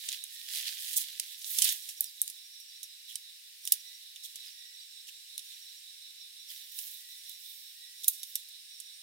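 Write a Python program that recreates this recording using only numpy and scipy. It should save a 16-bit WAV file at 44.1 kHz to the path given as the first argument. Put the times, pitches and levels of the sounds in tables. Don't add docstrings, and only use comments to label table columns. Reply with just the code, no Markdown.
import sys
import numpy as np
from scipy import signal
from scipy.fft import rfft, irfft, next_fast_len
from scipy.io import wavfile

SR = 44100
rng = np.random.default_rng(int(sys.argv[2]) if len(sys.argv) > 2 else 0)


def generate_wav(sig):
    pcm = np.round(np.clip(np.atleast_2d(sig).T, -1, 1) * 32767).astype(np.int16)
    wavfile.write(sys.argv[1], SR, pcm)


N = 397782
TIME = np.arange(N) / SR

# freq_hz, relative_density_db
MEADOW_SPECTRUM = [(1000, 3.5), (2000, -4), (3000, 2.5), (4500, 4.5), (5300, 4.5), (6100, -1), (7800, -1.5),
                   (10000, -1.5), (13000, -2.5), (16000, -4.5)]
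MEADOW_DB = -52
# centre_hz, width_hz, level_db (before CHORUS_GAIN_DB), throb_share, left_right_db
CHORUSES = [(3920, 260, -58, 0.74, -8), (3598, 210, -61.5, 0.77, -10), (5502, 190, -63.5, .2, -6.5),
            (8420, 920, -67.5, 0.33, -6.5), (2860, 29, -78, -0.53, -2.5)]
CHORUS_GAIN_DB = 1.8
LULL_S, LULL_HALF_S, LULL_DB = 3.53, 0.14, -6.5
THROB_HZ, THROB_GAIN_HZ_PER_S, FIRST_THROB_S, THROB_DEPTH_DB = 5.356, .036, .02, 4.6
# time_s, lead_s
THROB_LEAD = [(1.2, 0), (3.3, .06), (3.8, 0)]
PHRASE_S, PHRASE_START_S = .885, .25
TRILL_HZ, TRILL_RISE_HZ, TRILL_WIDTH_HZ, TRILL_DB, TRILL_SWELL_DB = 8510, 602, 230, -69.5, 6
# fastest_s, rise_s, fall_s, rub_db (before RUB_GAIN_DB), swish_db (before SWISH_GAIN_DB)
STROKES = [(0.131, 0.11, 0.048, -44.5, -41.5), (0.35, 0.083, 0.089, -64.5, -50),
           (0.573, 0.068, 0.059, -40.5, -36.5), (0.684, 0.052, 0.023, -41.5, -44),
           (0.85, 0.45, 0.41, -48, -43.5), (1.02, 0.13, 0.014, -49, -34.5), (1.333, 0.14, 0.03, -56, -52),
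           (1.592, 0.081, 0.13, -51, -32), (1.681, 0.072, 0.044, -33.5, -31.5),
           (1.89, 0.08, 0.049, -53.5, -51), (2.018, 0.036, 0.067, -63, -44),
           (2.279, 0.11, 0.081, -77.5, -48.5), (3.099, 0.022, 0.097, -61.5, -50),
           (3.729, 0.087, 0.16, -57.5, -48), (4.238, 0.012, 0.14, -71, -53), (4.476, 0.19, 0.07, -57, -55),
           (5.086, 0.008, 0.016, -55, -56), (5.535, 0.24, 0.25, -60.5, -55.5),
           (6.504, 0.023, 0.19, -54, -51), (6.81, 0.066, 0.16, -55.5, -45),
           (7.3, 0.16, 0.086, -60.5, -51.5), (7.47, 0.112, 0.23, -66.5, -55),
           (8.119, 0.12, 0.17, -73.5, -47), (8.384, 0.08, 0.041, -64.5, -51)]
RUB_GAIN_DB, SWISH_GAIN_DB = 5.0, 1.03
# freq_hz, relative_density_db
RUB_SPECTRUM = [(1200, 4), (1600, -1), (2300, -2.5), (3400, 8), (4600, 4), (6500, -3), (9000, -13.5),
                (16000, -24.5)]
# freq_hz, relative_density_db
SWISH_SPECTRUM = [(1200, -27), (3000, -12), (5000, -5.5), (8000, -2), (10500, 0), (13000, -1.5),
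                  (16000, -4)]
RUB_CRINKLES_PER_S, RUB_CRINKLE, SWISH_CRINKLES_PER_S, SWISH_CRINKLE = 150, .85, 450, .55
# start_s, level_db (over 10 ms), pitch_hz
FLICKS = [(0.042, -53.5, 2150), (0.133, -43, 3300), (.146, -45, 3020), (0.372, -54, 3860),
          (0.488, -42.5, 5100), (.5135, -45, 7500), (.5375, -49, 3770), (.549, -40, 5060),
          (.553, -40, 9500), (.5585, -42, 6340), (0.564, -47, 3800), (0.5712, -41, 3900),
          (0.575, -46, 3400), (0.5928, -43, 3400), (.6115, -47, 4200), (0.653, -51, 3200),
          (0.6755, -48, 4170), (0.6818, -38.5, 3700), (0.69, -42, 3900), (0.8457, -44, 4000),
          (1.0194, -49, 4050), (1.0238, -50, 3000)]
# start_s, level_db (over 10 ms), treble_over_body_db, chatter_s,
# left_right_db, ferrule_hz, clack_hz, clack_db (over 10 ms)
CLICKS = [(0.0883, -32.5, -8.5, 0.002, -2.5, 10200, 3840, -45),
          (0.1188, -43, -3, .0003, -3, 9800, 4050, -45), (0.1272, -39.5, 4, 0.0009, -2, 9500, 3830, -51),
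          (.239, -37.5, 13, 0.0017, -5, 9400, 3700, -50), (0.932, -38, 14, .002, -10, 9350, 3780, -60),
          (0.985, -37, 12, 0.00059, -12, 10600, 3800, -55), (1.198, -28.5, 2, 0.0012, -5, 9700, 3170, -41),
          (1.4168, -45.5, -8, 0.0054, -0.5, 10000, 3800, -54.5),
          (1.4443, -42, -5, 0.0026, -13, 9800, 3950, -45), (1.586, -24, 3, 0.0034, -10, 10000, 3630, -39),
          (1.62, -19, 4, 0.0053, -8.5, 9800, 3150, -29.5), (1.6434, -25, 18, 0.0067, -6, 9800, 4500, -46),
          (1.689, -26, 0, 0.013, -4.5, 10100, 3780, -38), (1.723, -32.5, 9, 0.0052, -4, 12800, 3830, -57),
          (1.8891, -37, 1, 0.011, -4, 10300, 3760, -55),
          (2.0074, -22.5, 21, 0.0013, -7.5, 12200, 3670, -57),
          (2.0426, -37, 6.5, 0.0016, -6, 10200, 3750, -54),
          (2.2167, -23, 23, 0.00016, -1, 10400, 3640, -48), (2.2776, -37, 5, 0.0012, -4, 8950, 3860, -55),
          (2.2998, -40.5, 7, 0.0033, -5, 10000, 3800, -56), (2.6, -50, 10, 0.0066, -7, 10800, 3800, -60),
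          (2.8302, -38.5, 6, 0.0083, -5.5, 10600, 3820, -47.5),
          (3.156, -33.5, 4, 0.0027, -6, 9800, 3120, -47.5), (3.653, -38, 9, .0014, -6, 10400, 3800, -60),
          (3.675, -33, 2, 0.00078, -6, 10200, 3920, -53),
          (3.7207, -18, 13.5, 0.0017, -6.5, 11700, 3960, -50), (3.723, -22, 5, 0.0027, 0, 11100, 3150, -55),
          (4.1598, -51, 3, 0.0034, -7, 9800, 3600, -46), (4.163, -59, -4, 0.0028, -8, 9800, 2930, -51.5),
          (4.357, -40, 1.5, 0.0048, -6, 10400, 3610, -61),
          (5.3789, -36, 8, 0.0022, -4.5, 10500, 4130, -42.5),
          (5.392, -43.5, 0, 0.006, -7, 10200, 3830, -48), (6.5047, -53, 4, .0004, -11, 10900, 3380, -59),
          (6.72, -50, 18, 0.00074, -13, 13000, 3800, -64),
          (6.7888, -35.5, 5, 0.0021, -14, 11500, 3000, -48.5),
          (6.87, -49, 10, .0004, -13, 13200, 3800, -64), (6.877, -49, 9, .003, -11, 13100, 3800, -60),
          (7.2946, -43.5, 8, 0.0027, -4, 12600, 3800, -60),
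          (8.0435, -34, 5.5, 0.0041, -4.5, 11600, 3820, -47),
          (8.0815, -17, 18, 0.0029, -1.5, 11950, 3960, -40),
          (8.2315, -36.5, 3.5, 0.0044, -5.5, 12000, 3750, -44),
          (8.355, -28, 7, 0.0038, -4.5, 12400, 3880, -51), (8.487, -49.5, 11, 0.0072, -5, 12500, 3800, -67),
          (8.801, -40, 5.5, 0.0045, -7, 10000, 3590, -57)]
SOFT_S, CLACK_WIDTH_HZ = .005, 230
# mode_hz, width_hz, gain_db (means; each contact varies)
POLE_MODES = [(2970, 22, 2), (3787, 95, 7), (4743, 68, 7), (5654, 230, 8), (6650, 950, 0),
              (7800, 350, -3.5), (8750, 320, 6.5), (10520, 170, 1), (11200, 110, 4), (11600, 92, -0.5),
              (13000, 210, 3), (14700, 260, 3)]
# start_s, start_hz, level_db (before BIRD_GAIN_DB)
WHISTLES = [(0.252, 1825, -70), (3.73, 1940, -74), (4.49, 1878, -68.5), (6.929, 1920, -70.5),
            (7.69, 1874, -71)]
# start_s, start_hz, level_db (before BIRD_GAIN_DB)
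CHIPS = [(1.432, 5820, -55), (2.055, 5330, -54), (2.69, 5070, -61), (2.88, 5460, -62), (4.455, 5350, -54),
         (4.668, 5570, -60), (4.787, 5030, -58), (6.197, 5840, -56.5), (6.474, 5500, -54),
         (8.58, 5470, -60), (8.727, 5900, -57.5)]
WHISTLE_S, WHISTLE_RISE_HZ, WHISTLE_DIRECT = .32, 78, 0.23
CHIP_S, CHIP_FALL_HZ, CHIP_DIRECT = 0.04, 757, 0.99
BIRD_GAIN_DB, BIRD_SIDE_DB = 0.5, -3.5
# start_s, length_s, scrape_db, lowest_hz, sing_start_hz, sing_db
SLIDES = [(0.959, 0.0274, -24.5, 7600, 3900, -43.5), (1.635, 0.022, -29, 5000, 4530, -48),
          (1.659, 0.037, -46, 4000, 3550, -41), (3.078, 0.064, -58, 4040, 3460, -52),
          (3.664, 0.024, -40, 5900, 3700, -58), (3.733, 0.011, -37, 3560, 3240, -57),
          (4.231, 0.039, -44, 3980, 3670, -50.5), (5.068, 0.035, -49.5, 3500, 3150, -54),
          (6.49, 0.036, -56, 3500, 3450, -53.5), (8.032, 0.012, -41, 4870, 3920, -47),
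          (8.078, 0.013, -25.5, 7000, 3940, -49), (8.086, 0.025, -41, 7000, 3970, -52)]
SING_WIDTH_HZ = 240
# first_chirp_s, chirp_count, level_db (before CRICKET_GAIN_DB)
CRICKET_BOUTS = [(1.118, 4, -56.5), (1.826, 4, -50.5), (2.461, 6, -52.5), (3.647, 5, -51.5),
                 (4.518, 5, -54), (5.47, 5, -53), (6.41, 5, -54), (7.122, 4, -55), (7.99, 5, -55.5),
                 (8.715, 4, -55.5)]
CRICKET_HZ, CHIRP_GAP_S, CRICKET_GAIN_DB = 5640, .077, -2
# fastest_s, rise_s, fall_s, level_db
GLIDES = [(1.33, 0.029, .02, -51), (1.51, 0.018, 0.058, -36), (1.725, 0.025, 0.009, -35),
          (2.035, 0.022, 0.018, -49), (6.505, .012, 0.13, -49), (6.722, 0.0065, 0.011, -50),
          (6.785, 0.038, 0.12, -43), (6.875, .03, .02, -48), (6.94, 0.024, .025, -49),
          (7.105, 0.018, 0.038, -53), (7.29, .02, .025, -53), (7.49, 0.1, 0.22, -51),
          (8.11, 0.019, 0.032, -43.5), (8.305, 0.037, .02, -49.5)]
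# freq_hz, relative_density_db
GLIDE_SPECTRUM = [(5000, -27), (8000, -14), (10000, -7.5), (11500, -3), (13000, 1.5), (14200, -2.5),
                  (15500, 0.5)]
# middle_s, half_length_s (to 1/e), pitch_hz, level_db
BUZZES = [(5.003, 0.39, 7430, -66.5), (5.778, 0.22, 7270, -68)]
BASS_CUT_HZ, CUTOFF_HZ = 1719, 15800


def from_db(db):
    return 10 ** (np.asarray(db) / 20)


def rms_one(x):
    return x / np.sqrt(np.mean(x ** 2) + 1e-20)


def pan(db):
    return rms_one(from_db([[db / 2], [-db / 2]]))


def add(out, start_s, sound):
    i = max(int(start_s * SR), 0)
    out[:, i:i + sound.shape[1]] += sound[:, :N - i]


def cut(x, hz, kind, order=2):
    safe_hz = np.clip(hz, 10, .48 * SR)
    return signal.sosfilt(signal.butter(order, safe_hz, kind, fs=SR, output="sos"), x)


def resonance(x, hz, width_hz):
    r = np.exp(-np.pi * width_hz / SR)
    numerator = np.array([1, 0, -1]) * (1 - r * r) / 2
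    denominator = [1, -2 * r * np.cos(2 * np.pi * hz / SR), r * r]
    return signal.lfilter(numerator, denominator, x + 1e-18)


def coloured(x, spectrum):
    hz, db = np.transpose(spectrum)
    size = next_fast_len(N)
    bins_hz = np.maximum(np.fft.rfftfreq(size, 1 / SR), 1)
    gain = from_db(np.interp(np.log(bins_hz), np.log(hz), db))
    return rms_one(irfft(rfft(x, size) * gain, size)[..., :N])


def drift(rate_hz):
    r = np.exp(-80 * np.pi * rate_hz / SR)
    noise = rng.standard_normal(N // 40 + 2002)
    slow = signal.lfilter([1], [1, -2 * r, r * r], noise)[2000:]
    return np.interp(np.arange(N) / 40, np.arange(len(slow)), rms_one(slow))


def two_ears(three, shared):
    shared = np.clip(shared, 0, 1)
    return np.sqrt(shared) * three[0] + np.sqrt(1 - shared) * three[1:]


def hump(middle_s, half_s):
    return np.exp(-np.minimum(((TIME - middle_s) / half_s) ** 2, 40))


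def stroke_speed(fastest_s, rise_s, fall_s):
    span_s = np.maximum(np.where(TIME < fastest_s, rise_s, fall_s), 1e-3)
    return np.exp(-np.minimum(np.abs(TIME - fastest_s) / span_s, 20))


def meadow():
    return from_db(MEADOW_DB) * pan(db=-1.0) * coloured(rng.standard_normal((2, N)), MEADOW_SPECTRUM)


def choruses(waver_db=1.5):
    out = np.zeros((2, N))
    t = TIME - FIRST_THROB_S + np.interp(TIME, *np.transpose(THROB_LEAD))
    throb = np.cos(2 * np.pi * (THROB_HZ + THROB_GAIN_HZ_PER_S * t / 2) * t)
    swell_db = CHORUS_GAIN_DB + LULL_DB * hump(LULL_S, LULL_HALF_S)
    for hz, width_hz, db, share, side_db in CHORUSES:
        band_hz = [hz - width_hz / 2, hz + width_hz / 2]
        song = rms_one(cut(rng.standard_normal((2, N)), band_hz, "band"))
        level_db = db + swell_db + share * THROB_DEPTH_DB * throb + waver_db * drift(1.7)
        out += song * pan(side_db) * from_db(level_db)
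    return out


def rasp(hz, width_hz):
    tone = np.sin(2 * np.pi * np.cumsum(hz * np.ones(N)) / SR)
    return rms_one(cut(rng.standard_normal((2, N)), width_hz, "low") * tone)


def trill(release_share=0.049, wander_hz=45, growth_db_per_s=0.84):
    part = (TIME - PHRASE_START_S) / PHRASE_S % 1
    fade = np.minimum(np.minimum(part, 1 - part) / release_share, 1)
    pitch_hz = TRILL_HZ + TRILL_RISE_HZ * part + wander_hz * drift(1.0)
    growth_db = growth_db_per_s * (TIME - TIME.mean())
    level_db = TRILL_DB + TRILL_SWELL_DB * part + growth_db
    return pan(db=-6) * fade * from_db(level_db) * rasp(pitch_hz, TRILL_WIDTH_HZ)


def weave(spectrum, crinkles_per_s, crinkle_share, flutter_db, shared):
    rate_per_s = crinkles_per_s * from_db(2.9 * drift(28))
    strength = from_db(1.3 * np.minimum(rng.exponential(1, N), 2.5))
    creases = (rng.random(N) < rate_per_s / SR) * strength
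    pops = crinkle_share * rms_one(creases) * rng.choice([-1, 1], (3, N))
    friction = rng.standard_normal((3, N)) + pops
    return coloured(two_ears(friction, shared), spectrum) * from_db(flutter_db * drift(23))


def fabric():
    rub_power = swish_power = 0
    for fastest_s, rise_s, fall_s, rub_db, swish_db in STROKES:
        speed = stroke_speed(fastest_s, rise_s, fall_s)
        rub_power = rub_power + (speed * from_db(rub_db + RUB_GAIN_DB)) ** 2
        swish_power = swish_power + (speed * from_db(swish_db + SWISH_GAIN_DB)) ** 2
    pressed = weave(RUB_SPECTRUM, RUB_CRINKLES_PER_S, RUB_CRINKLE, flutter_db=0.5, shared=0.0087)
    dragged = weave(SWISH_SPECTRUM, SWISH_CRINKLES_PER_S, SWISH_CRINKLE, flutter_db=1.74, shared=0.13)
    rub = cut(np.sqrt(rub_power) * pressed, 910, "high", order=4)
    swish = np.sqrt(swish_power) * dragged
    return (rub + swish) * pan(db=-5.5)


def flicks(snap_s=.0007, width_hz=1500, crack=0.33, side_db=-5):
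    out, t = np.zeros((2, N)), np.arange(SR // 50) / SR
    for start_s, db, hz in FLICKS:
        force = two_ears(rng.standard_normal((3, len(t))), shared=0.54) * np.exp(-t / snap_s)
        snap = rms_one(resonance(force, hz, width_hz) + crack * force)
        snap *= np.sqrt(.01 / t[-1])
        add(out, start_s, from_db(db) * pan(side_db) * snap)
    return out


def pole(force, crack=1.08):
    gains = from_db(2.2 * rng.standard_normal(len(POLE_MODES)))
    shifts = 1 + .015 * rng.standard_normal(len(POLE_MODES))
    out = crack * force
    for gain, shift, (hz, width_hz, db) in zip(gains, shifts, POLE_MODES):
        out = out + gain * from_db(db) * resonance(force, hz * shift, width_hz)
    return out


def clicks(first_blow=0.52, scatter_db=-10, scatter_t60_s=0.092, split_hz=7000,
           ferrule_width_hz=3500, ferrule_gain=4, ferrule_edge=0.78, low_leak_db=-8):
    out, t = np.zeros((2, N)), np.arange(SR // 7) / SR
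    blow = rms_one(np.exp(-t / 0.00005) * np.cos(2 * np.pi * 9000 * t))
    for start_s, db, bright_db, chatter_s, side_db, ferrule_hz, clack_hz, clack_db in CLICKS:
        chatter = np.exp(-(t / max(chatter_s, 1e-4)) ** 0.81)
        contacts = rms_one(two_ears(rng.standard_normal((3, len(t))), shared=0.38) * chatter)
        hardness = first_blow * np.exp(-chatter_s / SOFT_S)
        strike = contacts + hardness * blow
        tail = rms_one(rng.standard_normal((2, len(t))) * from_db(-60 * t / scatter_t60_s))
        ring = pole(strike + from_db(scatter_db) * tail)
        low_leak = from_db(low_leak_db) * cut(ring, 600, "low")
        body = cut(ring, 3400, "high", order=3) + low_leak
        body = rms_one(cut(body, split_hz, "low", order=3))
        treble = cut(ring, ferrule_edge * ferrule_hz, "high", order=3)
        treble = rms_one(treble + ferrule_gain * resonance(treble, ferrule_hz, ferrule_width_hz))
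        clack = rms_one(resonance(strike, clack_hz, CLACK_WIDTH_HZ))
        knock = from_db(db) * rms_one(body + from_db(bright_db) * treble) + from_db(clack_db) * clack
        add(out, start_s, pan(side_db) * knock * np.sqrt(.01 / t[-1]))
    return out


def far_call(length_s, from_hz, glide_hz, direct, quaver_hz=22):
    t = np.arange(SR // 2) / SR
    part = np.minimum(t / length_s, 1)
    quaver = rms_one(cut(rng.standard_normal(len(t)), 40, "low"))
    pitch_hz = from_hz + glide_hz * part + quaver_hz * quaver
    call = np.sin(np.pi * part) * np.sin(2 * np.pi * np.cumsum(pitch_hz) / SR)
    echoes = rng.standard_normal((2, SR // 8)) * np.exp(-t[:SR // 8] / .018)
    far = signal.fftconvolve(call[None], echoes, axes=1)[:, :len(t)]
    return rms_one(rms_one(far) + direct * rms_one(call)) * np.sqrt(length_s / t[-1])


def whistles():
    out = np.zeros((2, N))
    for start_s, hz, db in WHISTLES:
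        call = far_call(WHISTLE_S, hz, WHISTLE_RISE_HZ, WHISTLE_DIRECT)
        add(out, start_s, from_db(db + BIRD_GAIN_DB) * pan(BIRD_SIDE_DB) * call)
    return out


def slides(slips_per_s=6000, side_db=-6, sag_hz=380):
    out, t = np.zeros((2, N)), np.arange(SR // 8) / SR
    for start_s, length_s, db, lowest_hz, sing_hz, sing_db in SLIDES:
        grain = two_ears(rng.standard_normal((3, len(t))), shared=0.15)
        slips = (rng.random(len(t)) < slips_per_s / SR) * grain
        part = np.minimum(t / length_s, 1)
        force = slips * np.sqrt(np.abs(np.sin(np.pi * part)))
        scrape = rms_one(cut(pole(force, crack=0.94), lowest_hz, "high", order=3))
        tone = np.sin(2 * np.pi * np.cumsum(sing_hz - sag_hz * part) / SR)
        sing = rms_one(cut(force, SING_WIDTH_HZ, "low") * tone)
        slide = from_db(db) * scrape + from_db(sing_db) * sing
        add(out, start_s, slide * pan(side_db) * np.sqrt(length_s / t[-1]))
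    return out


def cricket(chirp_s=0.014, width_hz=60):
    loud = np.zeros(N)
    for first_s, chirps, db in CRICKET_BOUTS:
        for s in first_s + CHIRP_GAP_S * np.arange(round(chirps)):
            near = slice(max(int((s - CHIRP_GAP_S) * SR), 0), int((s + CHIRP_GAP_S) * SR))
            loud[near] += from_db(db + CRICKET_GAIN_DB) * np.exp(-((TIME[near] - s) / chirp_s) ** 2)
    band_hz = [CRICKET_HZ - width_hz, CRICKET_HZ + width_hz]
    blur = rms_one(cut(rng.standard_normal((2, N)), band_hz, "band"))
    return loud * pan(db=-6.5) * rms_one(np.sin(2 * np.pi * CRICKET_HZ * TIME) + 0.13 * blur)


def glides(side_db=-7):
    power = 0
    for fastest_s, rise_s, fall_s, db in GLIDES:
        power = power + (from_db(db) * stroke_speed(fastest_s, rise_s, fall_s)) ** 2
    hiss = coloured(two_ears(rng.standard_normal((3, N)), shared=0.34), GLIDE_SPECTRUM)
    hiss = rms_one(cut(hiss, CUTOFF_HZ, "low", order=8))
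    return np.sqrt(power) * hiss * pan(side_db)


def chips():
    out = np.zeros((2, N))
    for start_s, hz, db in CHIPS:
        call = far_call(CHIP_S, hz, -CHIP_FALL_HZ, CHIP_DIRECT)
        add(out, start_s, from_db(db + BIRD_GAIN_DB) * pan(BIRD_SIDE_DB) * call)
    return out


def buzzes():
    out = np.zeros((2, N))
    for middle_s, half_s, hz, db in BUZZES:
        out += from_db(db) * hump(middle_s, half_s) * rasp(hz, width_hz=140)
    return pan(db=-6) * out


def scene():
    insects = choruses() + trill() + cricket() + buzzes()
    nylon = fabric() + flicks()
    rods = clicks() + slides() + glides()
    birds = whistles() + chips()
    return meadow() + insects + nylon + rods + birds


def record(dry, bass_left_db=-46, hiss_db=-106):
    thin = cut(dry, BASS_CUT_HZ, "high", order=10) + from_db(bass_left_db) * dry
    hiss = from_db(hiss_db) * cut(rng.standard_normal((2, N)), 900, "low", order=1)
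    clipped = np.clip(thin + hiss, -1, 1)
    return signal.sosfilt(signal.ellip(10, .1, 70, CUTOFF_HZ, fs=SR, output="sos"), clipped)


dry = scene()
out = record(dry)
generate_wav(out)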